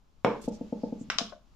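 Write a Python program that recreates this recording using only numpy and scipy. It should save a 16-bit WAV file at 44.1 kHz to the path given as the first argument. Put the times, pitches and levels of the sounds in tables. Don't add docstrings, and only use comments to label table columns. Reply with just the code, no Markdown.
import sys
import numpy as np
from scipy import signal
from scipy.fft import rfft, irfft
from scipy.io import wavfile
from scipy.ndimage import uniform_filter1d

SR = 44100
rng = np.random.default_rng(int(sys.argv[2]) if len(sys.argv) > 2 else 0)


def nominal_scale(level):
    x = np.asarray(level, float) / 20
    return 10 ** x


def to_wav(sig):
    pcm = np.clip(np.atleast_2d(sig), -1, 1) * 32767
    pcm = np.round(pcm).astype(np.int16)
    wavfile.write(sys.argv[1], SR, pcm.T)


N = 68355


def evened(x):
    return x / np.sqrt(np.mean(x ** 2) + 1e-20)


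def read(points, hz):
    f, value = np.transpose(points)
    return np.interp(np.log(hz + 1), np.log(f + 1), value)


def curve(points):
    s, db = np.transpose(points)
    return nominal_scale(np.interp(np.arange(N) / SR, s, db))


def add(mix, s, sound):
    part = mix[round(s * SR):][:len(sound)]
    part += sound[:len(part)]


def noise_pair(shape_gain, same, frames, size):
    a, b, c, d = rng.standard_normal((frames, size // 2 + 1, 4)).T
    same = np.clip(same, -1, 1)[:, None]
    left = a + 1j * b
    right = same * left + np.sqrt(1 - same ** 2) * (c + 1j * d)
    return signal.istft(np.array([left, right]) * shape_gain, nperseg=size, noverlap=size * 3 // 4)[1]


def ring(modes, contact_s, hold_s=1, factor=1, tilt_db=0, side=1):
    t = np.arange(SR // 2) / SR
    x = np.zeros(len(t))
    for k, (hz, db, t60) in enumerate(modes):
        level_db = db + tilt_db * np.log2(hz / modes[1][0]) - 60 * t / t60
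        x -= nominal_scale(level_db) * side ** (k + 1) * np.cos(2 * np.pi * hz * factor * t)
    contact = np.sin(np.pi * np.clip(t[:200] / contact_s, 0, 1)) ** 2
    x = np.convolve(x * np.exp(-(t / hold_s) ** 4), contact)
    return x / abs(x).max()


def struck(hits, modes, contact_s, hold_s=1, side=1):
    out = np.zeros(N)
    for s, db, factor, tilt_db in hits:
        add(out, s, nominal_scale(db) * ring(modes, contact_s, hold_s, factor, tilt_db, side))
    return out


def glass_top(x):
    return signal.sosfilt(signal.butter(2, 9300, fs=SR, output="sos"), x)


# frequency in Hz, density in dB per Hz.
TONE = [(20, -2.5), (55, -12), (85, -20), (170, -20.5), (480, -36.5), (1200, -34), (1800, -50), (3000, -59)]
HISS = [(900, 2.5), (1900, -6.5), (2600, -3.5), (5000, -6), (7300, -9), (8200, -24.5), (12400, -24),
        (15000, -63.5)]
# frequency in Hz, likeness 0 to 1.
AIR_SAME = [(40, 0.27), (240, 1), (930, 0.13), (4000, 0.41)]
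# time in seconds, level in dB.
GATE = [(0, -8.5), (.235, -5.5), (.26, 7.5), (1.31, 3), (1.39, -5.5), (1.55, -1.5)]
SHAKE = [(0, -69), (.3, -95), (.47, -50), (.6, -59), (1.25, -71.5), (1.4, -82), (1.55, -64)]


def air():
    hz, frames = np.fft.rfftfreq(1024, 1 / SR), N // 256 + 5
    tone_db, hiss_db, shake_corner_hz = -59.5, -69, 55
    tone = evened(noise_pair(nominal_scale(read(TONE, hz))[:, None], read(AIR_SAME, hz), frames, 1024)[:, :N])
    hiss = evened(noise_pair(nominal_scale(read(HISS, hz))[:, None], read(AIR_SAME, hz), frames, 1024)[:, :N])
    shake_gain = 1 / (1 + (hz / shake_corner_hz) ** 4)[:, None]
    shake = evened(noise_pair(shake_gain, .5 + 0 * hz, frames, 1024)[:, :N])
    tone = nominal_scale(tone_db) * curve(GATE) ** 0.38 * tone * nominal_scale([[1.5], [-1.5]])
    hiss = nominal_scale(hiss_db) * curve(GATE) * hiss
    return tone + hiss + curve(SHAKE) * shake * nominal_scale([[2.5], [-2.5]])


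# frequency in Hz, level in dB, T60 in seconds.
SLAM_MODES = [(136, -18, 0.17), (246.8, 4.5, 0.027), (480, 9, 0.02), (615, -12, 0.0025), (830, -9, 0.036),
              (1500, -31, 0.0051), (2170, -6.5, 0.02), (3280, -6, 0.006), (5140, -14.5, 0.0018),
              (7000, -9.5, 0.0027), (10160, -16.5, .003)]
RIM_MODES = [(5230, 7, 0.0087), (5590, 7.5, 0.015), (7050, 0.5, 0.015), (7040, -20.5, 0.002),
             (9100, -24, 0.0066), (10600, -21.5, 0.0037), (12400, -35, 0.0031)]
# start in seconds, level in dB, pitch factor, tilt in dB per octave.
RIM_HITS = [
    (.2476, -47, 0.6, -11.5),
    (.2487, -32, 0.99, -12),
]


def slam():
    landing = struck([(.2473, -4, 1, 0)], SLAM_MODES, contact_s=0.00035)
    return landing + struck(RIM_HITS, RIM_MODES, contact_s=.00009)


# start and length in seconds, level in dB, centre and width in Hz.
RUSTLES = [
    (0.408, 0.032, -55, 7000, 5670),
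    (0.418, 0.063, -54, 5500, 7000),
    (0.471, 0.034, -57, 5740, 4960),
    (0.499, 0.094, -59.5, 5800, 2820),
    (0.589, 0.11, -91, 5020, 5000),
    (0.744, 0.2, -67.5, 4960, 1500),
    (0.973, 0.083, -63, 7000, 1500),
    (1.285, 0.026, -55, 4200, 2390),
]


def sleeve():
    out = np.zeros((2, N))
    for s, length, db, hz, width in RUSTLES:
        n = round(length * SR)
        flutter_db = 1.3 * evened(uniform_filter1d(rng.standard_normal(12000), 90))[:n]
        grain = rng.standard_normal((2, 12000))[:, :n] * nominal_scale(flutter_db)
        f = np.fft.rfftfreq(n, 1 / SR)
        grain = irfft(rfft(grain) / (1 + ((f - hz) / (width / 2)) ** 2), n)
        for ear in range(2):
            add(out[ear], s, nominal_scale(db + 1.9 * ear) * np.hanning(n) * evened(grain[ear]))
    return out


# start in seconds, peak in dB, pitch factor, tilt in dB per octave.
KNOCKS = [
    (0.4772, -21.5, 0.95, 2.5),
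    (0.6095, -28, 0.97, -1),
    (0.7245, -23.5, 0.95, 2),
    (0.8338, -22.5, 0.96, 3),
    (0.9235, -27, 0.95, -0.5),
    (1.0095, -33.5, 0.98, -8.5),
    (1.2115, -31.5, 0.92, -1),
]
SOFT_KNOCKS = [
    (0.442, -40.5, 1.65, -11.5),
    (1.083, -42, 0.91, -17),
    (1.154, -44.5, 0.955, -11.5),
]
# frequency in Hz, level in dB, T60 in seconds.
BOX_MODES = [(116, -18, 0.052), (251.4, -4.5, 0.16), (506, -9, 0.065), (655, -4.5, 0.03),
             (830, -21.5, 0.06), (877, -7.5, 0.055), (1060, -11.5, .02), (1330, -12, .015)]


def box():
    hits = [(s, db + 4.5, factor, tilt_db) for s, db, factor, tilt_db in list(KNOCKS) + list(SOFT_KNOCKS)]
    return struck(hits, BOX_MODES, contact_s=0.0019, hold_s=0.013, side=-1)


# start in seconds, level in dB, pitch factor, tilt in dB per octave.
CAP_HITS = [
    (1.1010, -9, 1, 3.5),
    (1.1026, -20, 0.98, 16),
    (1.1042, -34, 1, -11.5),
]
# frequency in Hz, level in dB, T60 in seconds.
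CAP_MODES = [(673, -13.5, 0.012), (1470, 5, 0.0064), (2170, -0.5, 0.0067), (2790, -2.5, 0.0063),
             (3530, -12.5, 0.018), (3880, -12, 0.0079), (5200, -10.5, .003), (5380, -3.5, 0.0046),
             (7280, -16.5, 0.006), (9500, -21.5, 0.011), (11700, -13, 0.008)]


def cap():
    return glass_top(struck(CAP_HITS, CAP_MODES, contact_s=0.00019))


# start in seconds, level in dB, pitch factor, tilt in dB per octave.
GLASS_HITS = [
    (1.1845, -15.5, 1, 5),
    (1.1850, -11, 0.94, -0.5),
    (1.1891, -25.5, 0.88, 0),
    (1.195, -27, 1, 2),
]
# frequency in Hz, level in dB, T60 in seconds.
GLASS_MODES = [(1163, -15, 0.017), (1470, -10.5, 0.00863), (3046, 1, 0.0048), (3390, 0.5, 0.00564),
               (3984, -3.5, 0.0074), (4586, 1.5, 0.005), (5084, 4, 0.0047), (5520, 3, 0.0047),
               (6967, 2, 0.005), (9300, -25, 0.0093)]
CHIME_MODES = [(8240, -10.5, .2), (8333, -16, .25), (9386, 6.5, 0.14), (10500, -15.5, .3),
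               (12760, -1, 0.24)]


def glass():
    clink = glass_top(struck(GLASS_HITS, GLASS_MODES, contact_s=0.00018, side=-1))
    return clink + struck([(GLASS_HITS[0][0], -54.5, 1, 0)], CHIME_MODES, contact_s=.00007)


# start in seconds, level in dB, pitch factor, tilt in dB per octave.
TUBE_HITS = [
    (1.191, -33.5, 0.98, 0.029),
    (1.196, -46.5, 0.64, 0),
    (1.207, -30.5, 1, 0),
]
TAP_HITS = [
    (1.322, -41.5, 0.85, 0),
    (1.3249, -36, 0.95, 0.027),
]
# frequency in Hz, level in dB, T60 in seconds.
TUBE_MODES = [(650, -11.5, 0.086), (689, 0.5, 0.097), (716, -3, 0.02), (1200, -15, 0.043), (1630, -6, 0.03)]
TAP_MODES = [(622, -5.5, 0.16), (644, 0, 0.15), (720, -2.5, 0.12), (1110, -3, 0.035), (1290, -22, 0.034),
             (1570, -7, 0.054)]


def tube():
    tipping = struck(TUBE_HITS, TUBE_MODES, contact_s=0.00056, hold_s=0.074)
    return tipping + struck(TAP_HITS, TAP_MODES, contact_s=0.00049)


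# frequency in Hz, T60 in seconds.
ROOM_T60 = [(100, 0.082), (220, 0.93), (500, 0.22), (1000, 0.39), (2000, 0.3), (4000, 0.3), (8000, 0.26)]
# frequency in Hz, likeness 0 to 1.
ROOM_SAME = [(100, 0.98), (250, 0.56), (500, 0.49), (1000, 0.98), (3000, 0.12)]
# frequency in Hz, level in dB.
TAIL_COLOUR = [(150, -10), (215, -15), (285, -16), (380, 1), (600, 0), (1200, 0)]
# time in seconds, gain in dB.
TAIL_GATE = [(0, -10.5), (.36, 4), (.43, 1.5), (.47, 0), (1.3, -0.65), (1.4, -2), (1.55, 1)]
# frequency in Hz, level in dB, T60 in seconds.
TABLE_MODES = [(132, -3, 0.27), (182.3, 4, 0.21), (208.65, -3.5, 0.38), (225.5, -19, 0.22),
               (303.3, -5.5, 0.41), (357.9, -3, 0.28), (430, -6, .14), (485.6, 0, 0.22), (574, -9, 0.35),
               (661, -6, 0.21), (822, -7.5, 0.12), (890, 2, 0.12), (1114, -12, 0.24)]
WET_DB = dict(box=-4, slam=-1.5, cap=-2, glass=-2, tube=-9.5)
EARLY_DB = dict(box=-14, slam=-7, cap=-4, glass=-6, tube=-12)
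TABLE_DB = dict(box=-22, slam=-19)
PAN_DB = dict(box=1.8, slam=-0.5, cap=2.5, glass=11.5, tube=8)
LEFT_LAG = dict(box=-3, slam=-1, cap=3, glass=5, tube=3)


def table_hum(t):
    rise_s, swell_hz, swell_db, swell_s, swell_t60 = 0.019, 213.8, -7, .055, 0.28
    modes = sum(nominal_scale(db - 60 * t / t60) * np.sin(2 * np.pi * hz * t) for hz, db, t60 in TABLE_MODES)
    swell = nominal_scale(swell_db - 60 * (t - swell_s) / swell_t60) * np.sin(2 * np.pi * swell_hz * t)
    return np.clip(t / rise_s, 0, 1) ** 2 * modes + np.clip(t / swell_s, 0, 1) ** 3 * swell


def room(x, name, gap_s=0.0032, early_t60=0.03, low_cut_hz=162):
    hz, t = np.fft.rfftfreq(512, 1 / SR), np.arange(200) * 128 / SR
    same = read(ROOM_SAME, hz)
    tail_db = read(TAIL_COLOUR, hz)[:, None] - 60 * t / read(ROOM_T60, hz)[:, None]
    tail = noise_pair(nominal_scale(tail_db), same, 200, 512)
    t = np.arange(tail.shape[1]) / SR
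    tail = tail * np.clip(t / gap_s, 0, 1) ** 2
    early = noise_pair(1, same, 200, 512) * nominal_scale(-60 * t / early_t60) * (t > .0004)
    hum = table_hum(t)
    far = nominal_scale(WET_DB[name]) * tail / np.linalg.norm(tail[0])
    far = far + nominal_scale(TABLE_DB.get(name, -99)) * hum / np.linalg.norm(hum)
    far = signal.fftconvolve(x[None], far, axes=1)[:, :N] * curve(TAIL_GATE)
    early = early / np.linalg.norm(early[0])
    near = x + nominal_scale(EARLY_DB[name]) * signal.fftconvolve(x[None], early, axes=1)[:, :N]
    near = np.array([np.roll(near[0], LEFT_LAG[name]), near[1]])
    near = near * nominal_scale(np.array([[.5], [-.5]]) * PAN_DB[name])
    return signal.sosfilt(signal.butter(2, low_cut_hz, "high", fs=SR, output="sos"), near + far)


def scene():
    parts = dict(slam=slam(), box=box(), cap=cap(), glass=glass(), tube=tube())
    return air() + sleeve() + sum(room(x, name) for name, x in parts.items())


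def low_pass(x):
    return signal.sosfilt(signal.butter(12, 15070, fs=SR, output="sos"), x)


def record(dry):
    edge = signal.firwin(511, 15100, window=("kaiser", 9), fs=SR)
    return low_pass(signal.oaconvolve(dry, edge[None], "same"))


dry = scene()
out = record(dry)
to_wav(out)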